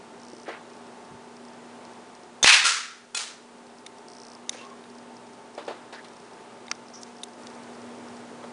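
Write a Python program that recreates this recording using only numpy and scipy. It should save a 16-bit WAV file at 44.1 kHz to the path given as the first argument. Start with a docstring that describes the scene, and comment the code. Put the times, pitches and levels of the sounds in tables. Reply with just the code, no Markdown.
"""Hand-held mini cannon in a kitchen

Over a fridge's hum and moving air a cannon fires: flash, squeals and muzzle pop are noise bursts, glides and
pressure pulses; shaped noise dying band by band is the hard room's roar. The shot strikes something that
rings (decaying modes), then snaps on the floor. Around it come knocks, soft strokes of band noise, plastic
clicks and a ticking focus motor; late on a second motor joins. The camera's gain ducks under loud sound and
creeps back.
"""
import sys
import numpy as np
from scipy import signal
from scipy.fft import rfft, irfft
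from scipy.io import wavfile
from scipy.ndimage import uniform_filter1d, map_coordinates

SR = 44100
rng = np.random.default_rng(int(sys.argv[2]) if len(sys.argv) > 2 else 0)


def master(y):
    """Save y as 16-bit WAV."""
    cut = np.clip(np.atleast_2d(y).T, -1, 1)
    pcm = np.round(cut * 32767)  # scale
    wavfile.write(sys.argv[1], SR, pcm.astype(np.int16))


N = 375732
T = np.arange(N) / SR  # s
TOP_HZ = 10080  # upper band limit

# All levels apply ahead of the camera's gain control.
# Partials of the fridge's hum: f/Hz, rms level/dB before slow drift
HUM_PARTIALS = [(120, -71.5), (240.2, -55), (402, -61.5), (431, -63.5), (720, -63), (888.5, -58)]
# Spectrum of the moving air: f/Hz, relative level/dB per Hz
AIR_SPECTRUM = [(25, -60), (70, -25), (115, -17.5), (200, -6.5), (260, -5), (310, -4), (390, -0.5),
                (470, -5), (850, -5), (1050, -7.5), (2200, -17.5), (5000, -24.5), (8600, -30.5),
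                (10000, -34)]
# Spectrum of the second motor's noise: f/Hz, relative level/dB per Hz
MOTOR_SPECTRUM = [(40, -42), (110, -4.5), (230, -2.5), (450, 3), (800, -1.5), (1500, -7.5), (3000, -17),
                  (10000, -23)]

# Runs of the focus motor: start t/s, end t/s, mean step level/dB
FOCUS_RUNS = [(0.199, .44, -50), (4.083, 4.36, -48.5)]
# Spectrum of one lens step before its tilt: f/Hz, relative level/dB per Hz
LENS_SPECTRUM = [(2500, -40), (4200, 2), (5000, 2.5), (6100, -5), (7000, -20), (8700, -3.5), (10000, -21)]
# Tilt of a step (dB per octave), ring of the lens carrier (Hz), steps a second within a run
LENS_TILT_DB, LENS_HZ, STEP_RATE = 5, 5450, 60
# Single hunting steps: mean number a second, mean level (dB)
HUNT_PER_S, HUNT_DB = 7.2, -53.5

# Bumps while the cannon is handled and put down:
# t/s, level/dB, tilt/(dB per octave), t60/s, relative level of the hollow body/dB
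KNOCK_EVENTS = [(0.332, -28, -18.5, 0.027, -24), (.480, -30.5, -1, 0.11, 1), (.487, -31.5, 1, 0.082, 1),
                (4.53, -37, 6, 0.025, -12), (4.545, -36, -0.5, 0.046, -16), (5.577, -33.5, 2, 0.15, 5),
                (5.678, -30, 1.5, 0.18, 4.5), (5.925, -38, 4, 0.13, -24), (6.044, -41.5, 5.5, 0.076, -26),
                (8.4387, -29.5, 0, 0.035, -9)]
# Spectrum of a knock before its tilt: f/Hz, relative level/dB per Hz
KNOCK_SPECTRUM = [(120, -28), (250, -10), (350, 3.5), (440, 1.5), (560, 2), (720, 0.5), (900, -1.5),
                  (2200, -16), (4000, -19), (6000, -31), (10000, -38)]
# Modes of the hollow body under a knock: f/Hz, relative level/dB, t60/s
HOLLOW_MODES = [(344, -9.5, 0.073), (462, -4, 0.096), (584, 0.5, 0.069), (657, -16.5, 0.12)]
# Rise (s) and unevenness of the scrape (dB)
KNOCK_ATTACK_S, SCRAPE_DB = 0.0014, 0.5
# A knock with t60 of KNOCK_RING_S gets KNOCK_ROOM_DB of room; the amplitude is proportional to t60
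KNOCK_RING_S, KNOCK_ROOM_DB = 0.15, -7.5

# Soft strokes of band noise: a low bump, handling rubs, a breath-like swell with narrow resonances near 4.6 s,
# a high motor hiss near 7 s: t/s, length/s, rise/s, centre f/Hz, width/Hz, level/dB
SOFT_STROKES = [(0.455, 0.11, 0.022, 1650, 1700, -38), (1.087, 0.068, .02, 152, 80, -48.5),
                (4.58, .055, .03, 2730, 110, -44.5), (4.559, 0.098, .015, 3300, 1900, -51.5),
                (4.607, 0.14, 0.013, 1086, 70, -47), (5.926, 0.027, .004, 920, 300, -43),
                (5.927, 0.077, 0.0025, 1740, 480, -43.5), (5.926, 0.055, .004, 4600, 2200, -51.5),
                (6.934, 0.075, .004, 5660, 1010, -47), (7.012, 0.017, .004, 6950, 4500, -46),
                (8.42, 0.054, .004, 1260, 350, -47.5)]
# Fall over the stroke (dB), release t60 (s), depth of the grain (dB)
STROKE_FALL_DB, STROKE_RELEASE_S, STROKE_GRAIN_DB = 6.5, 0.12, 2.6

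# The fuel ignites, the muzzle opens, the shot hits across the room, the shot reaches the floor (s)
IGNITION, MUZZLE, HIT, FALL = 2.4289, 2.4446, 2.643, 3.1478
# Gas squealing out of the chamber: t/s, length/s, start f/Hz, end f/Hz, level/dB
GAS_SQUEALS = [(2.427, 0.025, 3520, 3670, -15.5), (2.4456, 0.0021, 2640, 2820, -5.5),
               (2.453, 0.011, 2350, 2940, -6.5)]
# Spectrum of the flash: f/Hz, relative level/dB per Hz
FLASH_SPECTRUM = [(100, -27.5), (1000, -14), (2300, -8.5), (3700, -0.5), (5000, -1), (6300, 8.5),
                  (8000, -7), (10000, -16)]
# Spectrum of the muzzle blast: f/Hz, relative level/dB per Hz
BLAST_SPECTRUM = [(88, -65), (150, -31.5), (250, -57.5), (349, -30), (387, -29), (454, -31), (796, -15.5),
                  (1240, -12), (1640, -6.5), (2290, -4.5), (2500, -1.5), (2970, -7), (4150, -7.5),
                  (7820, -17.5), (10000, -20), (13000, -57), (22000, -120)]
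# Hardest echoes of the muzzle pop off the cupboards: t/s, level/dB
CUPBOARD_ECHOES = [(2.4998, -2), (2.506, -2.5), (2.512, -8), (2.5258, -4), (2.545, -3)]
# Each such echo: centre and width (Hz), rise constant and t60 (s)
ECHO_HZ, ECHO_WIDTH_HZ, ECHO_RISE_S, ECHO_T60_S = 2630, 440, 0.00057, 0.049
# Pressure pushes at ignition, muzzle and hit (dB); duration of overpressure at the first two (s)
IGNITION_PUSH_DB, MUZZLE_PUSH_DB, HIT_PUSH_DB, PUSH_S = -4.5, 17, -26, 0.00017
# The muzzle's push comes back from the nearest wall (s, dB)
WALL_S, WALL_DB = 2.4615, 16.5

# Decay of the kitchen's reverberation: f/Hz, t60/s
REVERB_DECAY = [(150, 1), (500, 0.33), (1300, 0.65), (2700, 0.51), (6000, 0.5), (10000, 0.37)]
# How far single pitches and early clumps stand out in the room's answer (dB)
COMB_DB, CLUMP_DB = 1.44, 3

# Spectrum of the strike across the room: f/Hz, relative level/dB per Hz
STRIKE_SPECTRUM = [(180, -90), (300, -58), (420, -27), (490, -18), (850, -21), (1340, -6.5), (1500, -8.5),
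                   (1770, -9), (5900, -8.5), (10000, -13.5), (13000, -44), (22000, -120)]
# Modes of the struck thing: f/Hz, level/dB, t60/s
STRUCK_THING_MODES = [(1295, -19, 0.54), (1345, -19, 0.63), (1380, -10, 0.37), (1420, -9, 0.13)]
# Spectrum of the snap on the floor before its tilt: f/Hz, relative level/dB per Hz
SNAP_SPECTRUM = [(240, -38), (400, -20), (422, -6), (568, -15), (658, -8), (806, -6), (1070, -3),
                 (1670, -4.5), (4060, -0.5), (10000, -4), (13000, -38), (22000, -120)]
# The snap's faint lead-in, its main burst and a second burst 3 ms later:
# t/s, level/dB, t60/s, tilt/(dB per octave)
SNAP_BURSTS = [(3.146, -30, .03, -1), (3.148, -17.5, .017, 0), (3.151, -16.5, 0.017, 1)]
# Modes of the falling shot: f/Hz, relative level/dB, t60/s
SHOT_PARTIALS = [(1394, -5.5, 0.21), (2525, -4.5, 0.19), (3410, -2.5, 0.14), (4160, -2.5, 0.19),
                 (6980, -2, 0.13), (8050, -4, 0.16)]
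# How long that ring lingers in the room (t60, s), and its gain (dB)
LINGER_S, LINGER_DB = 0.34, -38

# Clicks of the casing: t/s, peak level of direct sound/dB, driven f/Hz, crack tilt/(dB per octave),
# room level against that peak/dB
CLICK_EVENTS = [(3.8638, -28, 3100, 3, -43), (3.8666, -27.5, 3530, -1, -40), (4.4941, -15.5, 3470, 5, -33),
                (4.4941, -16.5, 7400, 5, -29), (4.84, -37.5, 3400, -6, -32), (6.682, -31, 3250, -10, -40),
                (6.7142, -14.5, 1680, -11, -47), (6.715, -11.5, 5130, -8.5, -49),
                (7.033, -26, 5240, 4, -25), (7.234, -22, 3800, 8, -35), (7.2382, -25, 8160, 5, -37),
                (7.47, -30, 4730, -6, -35)]
# Spectrum of a click's crack before its tilt: f/Hz, relative level/dB per Hz
CRACK_SPECTRUM = [(300, -32), (1000, -14), (2100, 4), (3100, 0.5), (4800, 0), (6300, 7), (8000, -3),
                  (9600, 2.5)]
# Modes of the plastic casing: f/Hz, relative level/dB, t60/s
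CASING_MODES = [(1250, 1, 0.019), (1390, -4, 0.033), (2160, 9, 0.0097), (3150, -4.5, 0.007),
                (3710, 3.5, 0.012), (4880, 0, 0.0096), (5520, 6, 0.0072), (6030, 2.5, .007),
                (9650, 4, .007)]
# Loss of a mode per octave from the driven pitch (dB), crack's relative level (dB) and t60 (s), rise (s)
OFF_PITCH_DB, CRACK_DB, CRACK_T60_S, CLICK_ATTACK_S = 28.5, -7, 0.014, 0.00011

OVERLOAD = .88  # ceiling that the camera's overload approaches (full scale 1)


def amp(db):
    """Logarithmic level: decibels to amplitude gain."""
    return 10 ** (np.asarray(db) / 20)


def unit(x):
    """Normalization: scale to rms 1."""
    return x / np.sqrt(np.mean(x ** 2) + 1e-20)


def along(points, hz):
    """Logarithmic interpolation of (f/Hz, value) points over frequency."""
    f, v = np.transpose(points)
    return np.interp(np.log(hz + 1), np.log(f + 1), v)


def fade(t, t60):
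    """Exponential decay: 60 dB in t60 seconds."""
    return np.exp(-np.log(1000) * t / t60)


def wobble(rate):
    """Slow random fluctuation: a smooth curve through rate random knots a second."""
    knots = rng.standard_normal(int(N * rate / SR) + 4)
    return map_coordinates(knots, [T * rate])


def coloured_noise(spectrum, size, tilt_db=0):
    """Spectral shaping: noise of rms 1, tilted by tilt_db an octave above 300 Hz."""
    hz = np.fft.rfftfreq(size, 1 / SR)
    octaves = np.log2(np.maximum(hz, 300))
    gain = amp(along(spectrum, hz) + tilt_db * octaves) * (hz < TOP_HZ)
    return unit(irfft(rfft(rng.standard_normal(size)) * gain, size))


def resonant_noise(centre_hz, width_hz):
    """Modal overlap: close modes merge into one second of band noise, rms 1, weak far below centre.

    Centred on 0 Hz it is a slow random curve.
    """
    hz = np.fft.rfftfreq(SR, 1 / SR)
    radiation = np.minimum(1, (2 * hz + 1) / (centre_hz + 1))
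    resonance = 1 / (1 + (2 * (hz - centre_hz) / width_hz) ** 2)
    return unit(irfft(rfft(rng.standard_normal(SR)) * radiation * resonance, SR))


def modes(table):
    """Modal superposition: one second of decaying partials, each starting at a chance phase."""
    t = T[:SR]
    return sum(amp(db) * np.sin(2 * np.pi * (hz * t + rng.random())) * fade(t, t60)
               for hz, db, t60 in table)


def low_cut(x):
    """Radiation efficiency: small things radiate little bass."""
    return signal.sosfilt(signal.butter(3, 240, "high", fs=SR, output="sos"), x)


def push(length):
    """Blast wave: sharp overpressure for length seconds, drawn negative, then a weaker suction."""
    u = T[:SR] / length
    return -(1 - u) * np.exp(-u)


def burst(spectrum, t60, tilt_db=0):
    """Impact radiation: the direct sound of a blow is decaying noise."""
    return low_cut(coloured_noise(spectrum, SR, tilt_db) * fade(T[:SR], t60))


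def room(spectrum, build, hold=0, tilt_db=0):
    """Reverberation: echoes thicken over build, last while fed for hold, then die band by band."""
    hz = np.fft.rfftfreq(SR, 1 / SR)
    # paths between the hard cupboards add and cancel, so some pitches stand out
    delays = rng.uniform(.001, .022, (28, 1))  # s
    comb = unit(np.cos(2 * np.pi * delays * hz).sum(axis=0))
    echoes = unit(irfft(rfft(coloured_noise(spectrum, SR, tilt_db)) * amp(COMB_DB * comb), SR))
    # early echoes arrive in clumps, late ones evenly
    echoes = echoes * amp(CLUMP_DB * resonant_noise(0, 250) * fade(T[:SR], 0.99))
    hz, t, bands = signal.stft(echoes, SR, nperseg=256)
    decay = fade(np.maximum(t - hold, 0), along(REVERB_DECAY, hz)[:, None])
    tail = signal.istft(bands * decay, SR)[1][:SR]
    return low_cut(tail * (1 - np.exp(-(T[:SR] / build) ** 2)))


def add(track, s, sound):
    """Linear superposition: mix a sound in at time s."""
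    part = track[round(s * SR):][:len(sound)]
    part += sound[:len(part)]


def kitchen():
    """Steady tonal and broadband sources: fridge hum over moving air; late on a second motor joins in."""
    hum = sum(amp(db + 2.2 * wobble(3.61)) * np.sqrt(2)
              * np.sin(2 * np.pi * hz * T + 0.2 * wobble(2.7)) for hz, db in HUM_PARTIALS)
    air = amp(-48.0 + 0.92 * wobble(3.68)) * coloured_noise(AIR_SPECTRUM, N)
    # the second motor's drone stands about a quarter cycle from the fridge's, so their powers add
    drone_phase = 2 * np.pi * HUM_PARTIALS[1][0] * T + 0.16 * wobble(6.1)
    drone = amp(-50.5 + 1.5 * wobble(9.2)) * np.sqrt(2) * np.cos(drone_phase)
    motor = drone + amp(-48.0 + 0.35 * wobble(8)) * coloured_noise(MOTOR_SPECTRUM, N)
    return hum + air + motor * np.interp(T, [7.365, 7.395], [0, 1])


def focus_motor():
    """Stepwise excitation: lens steps, in runs or singly, each give a thin tick of varying strength."""
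    out, t = np.zeros(N), T[:SR // 50] - .006
    tick = unit(np.sin(2 * np.pi * LENS_HZ * t) * np.exp(-(t / 0.00036) ** 2))
    steps = [(s, db) for start, end, db in FOCUS_RUNS for s in np.arange(start, end, 1 / STEP_RATE)]
    # the lens hunts in single steps at chance slots throughout
    slots = np.arange(1 / STEP_RATE, T[-1], 1 / STEP_RATE)
    hunting = rng.random(len(slots)) < HUNT_PER_S / STEP_RATE
    steps += [(s, HUNT_DB) for s in slots[hunting]]
    for s, db in steps:
        # friction differs from step to step
        rasp = coloured_noise(LENS_SPECTRUM, len(t), LENS_TILT_DB) * np.exp(-(t / 0.0025) ** 2)
        add(out, s - .004, amp(db + rng.normal(0, 1.6)) * (0.35 * tick + 0.73 * rasp))
    return out


def knocks():
    """Impact on a hollow body: a dull scrape excites modes; the longer it lasts, the more room it feeds."""
    out = np.zeros(N)
    rise = 1 - np.exp(-T[:SR] / KNOCK_ATTACK_S)
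    for s, db, tilt_db, t60, body_db in KNOCK_EVENTS:
        unevenness = amp(SCRAPE_DB * resonant_noise(0, 360))
        scrape = coloured_noise(KNOCK_SPECTRUM, SR, tilt_db) * unevenness * fade(T[:SR], t60)
        direct = low_cut(rise * (scrape + amp(body_db) * modes(HOLLOW_MODES)))
        room_gain = amp(KNOCK_ROOM_DB) * t60 / KNOCK_RING_S
        echo = room_gain * room(KNOCK_SPECTRUM, build=0.019, tilt_db=tilt_db)
        add(out, s, amp(db) * (direct + echo))
    return out


def soft_strokes():
    """Amplitude-modulated band noise: each soft stroke swells, eases off and dies with a random grain."""
    out, t = np.zeros(N), T[:SR]
    for s, length, rise, hz, width_hz, db in SOFT_STROKES:
        stroke = (1 - np.exp(-t / rise)) * amp(-STROKE_FALL_DB * t / length)
        stroke = stroke * fade(np.maximum(t - length, 0), STROKE_RELEASE_S)
        # a narrower band has a slower grain
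        grain = amp(STROKE_GRAIN_DB * resonant_noise(0, width_hz / 10))
        add(out, s, amp(db) * stroke * unit(resonant_noise(hz, width_hz) * grain))
    return out


def cannon():
    """Rapid gas expansion: the charge hisses and squeals, the muzzle pops and echoes surge in the room."""
    out = np.zeros(N)
    flash = amp(-16.0) * burst(FLASH_SPECTRUM, t60=0.44)
    add(out, IGNITION, flash + amp(IGNITION_PUSH_DB) * push(PUSH_S))
    for s, length, start_hz, end_hz, db in GAS_SQUEALS:
        count = int(length * SR)
        phase = 2 * np.pi * np.cumsum(np.linspace(start_hz, end_hz, count)) / SR
        envelope = signal.windows.tukey(count, .25) * (1 + 0.1 * resonant_noise(0, 490)[:count])
        add(out, s, amp(db) * np.sin(phase) * envelope)
    pop = burst(BLAST_SPECTRUM, t60=0.03)
    add(out, MUZZLE, pop + amp(MUZZLE_PUSH_DB) * push(PUSH_S))
    add(out, MUZZLE, amp(-2.0) * room(BLAST_SPECTRUM, build=0.021, hold=0.096))
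    add(out, WALL_S, amp(WALL_DB) * push(length=.00008))
    surge = (1 - np.exp(-T[:SR] / ECHO_RISE_S)) * fade(T[:SR], ECHO_T60_S)
    for s, db in CUPBOARD_ECHOES:
        add(out, s, amp(db) * surge * resonant_noise(ECHO_HZ, ECHO_WIDTH_HZ))
    return out


def projectile():
    """Impulsive modal excitation: the shot hits something that rings, then falls and snaps on the floor."""
    out, t = np.zeros(N), T[:SR]
    rung = modes(STRUCK_THING_MODES) * (1 - np.exp(-t / 0.0088))
    strike = amp(-12.0) * burst(STRIKE_SPECTRUM, t60=0.044)
    add(out, HIT, strike + amp(-5.0) * room(STRIKE_SPECTRUM, build=0.012) + rung)
    add(out, HIT, amp(HIT_PUSH_DB) * push(length=0.00087))
    for s, db, t60, tilt_db in SNAP_BURSTS:
        add(out, s, amp(db) * burst(SNAP_SPECTRUM, t60, tilt_db))
    add(out, FALL, amp(-7) * low_cut(push(length=.00004)))
    shot_ring = amp(-22.5) * low_cut(modes(SHOT_PARTIALS))
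    diffuse_ring = sum(amp(db) * resonant_noise(hz, 40) for hz, db, _ in SHOT_PARTIALS)
    linger = amp(LINGER_DB) * diffuse_ring * fade(t, LINGER_S)
    echo = amp(-16.5) * room(SNAP_SPECTRUM, build=0.027) * fade(t, 3.0)
    add(out, FALL, shot_ring + linger + echo)
    return out


def clicks():
    """Near-field modal excitation: a nearly dry crack at the microphone drives the casing's nearest modes."""
    out, t = np.zeros(N), T[:SR]
    echo = room(CRACK_SPECTRUM, build=0.042, tilt_db=-3.0)
    rise = 1 - np.exp(-t / CLICK_ATTACK_S)
    for s, db, driven_hz, tilt_db, room_db in CLICK_EVENTS:
        body = np.zeros(SR)
        for hz, mode_db, t60 in CASING_MODES:
            gain = amp(mode_db - OFF_PITCH_DB * abs(np.log2(hz / driven_hz)))
            body += gain * np.sin(2 * np.pi * hz * t) * fade(t, t60)
        crack = amp(CRACK_DB) * burst(CRACK_SPECTRUM, CRACK_T60_S, tilt_db)
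        click = low_cut((body + crack) * rise)
        add(out, s, amp(db) * (click / np.abs(click).max() + amp(room_db) * echo))
    return out


def scene():
    """Superposition at one point: a single microphone feeds both channels."""
    mono = kitchen() + focus_motor() + knocks() + soft_strokes() + cannon() + projectile() + clicks()
    return np.array([mono, mono])


def gain_control(x, limit_db, recovery_db):
    """Level compression: 10 ms power above the limit cuts gain, which recovers by recovery_db a second."""
    power = uniform_filter1d(x[0] ** 2, size=441, origin=190)  # window lies mostly in the past
    level = 10 * np.log10(np.abs(power) + 1e-12)
    excess = np.maximum(level - limit_db, 0)
    cut = np.maximum.accumulate(excess + recovery_db * T) - recovery_db * T
    return x * amp(-cut)


def record(dry):
    """Transducer limits: the camera's gain control, a little hiss, overload and a steep band limit."""
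    x = gain_control(dry, limit_db=-11.5, recovery_db=8.5)
    x = x + amp(-58.5) * rng.standard_normal(N)
    x = x / (1 + (x / OVERLOAD) ** 4) ** (1 / 4)
    hz = np.fft.rfftfreq(N, 1 / SR)
    return irfft(rfft(x) / np.sqrt(1 + (hz / TOP_HZ) ** 300), N)


dry = scene()
out = record(dry)
master(out)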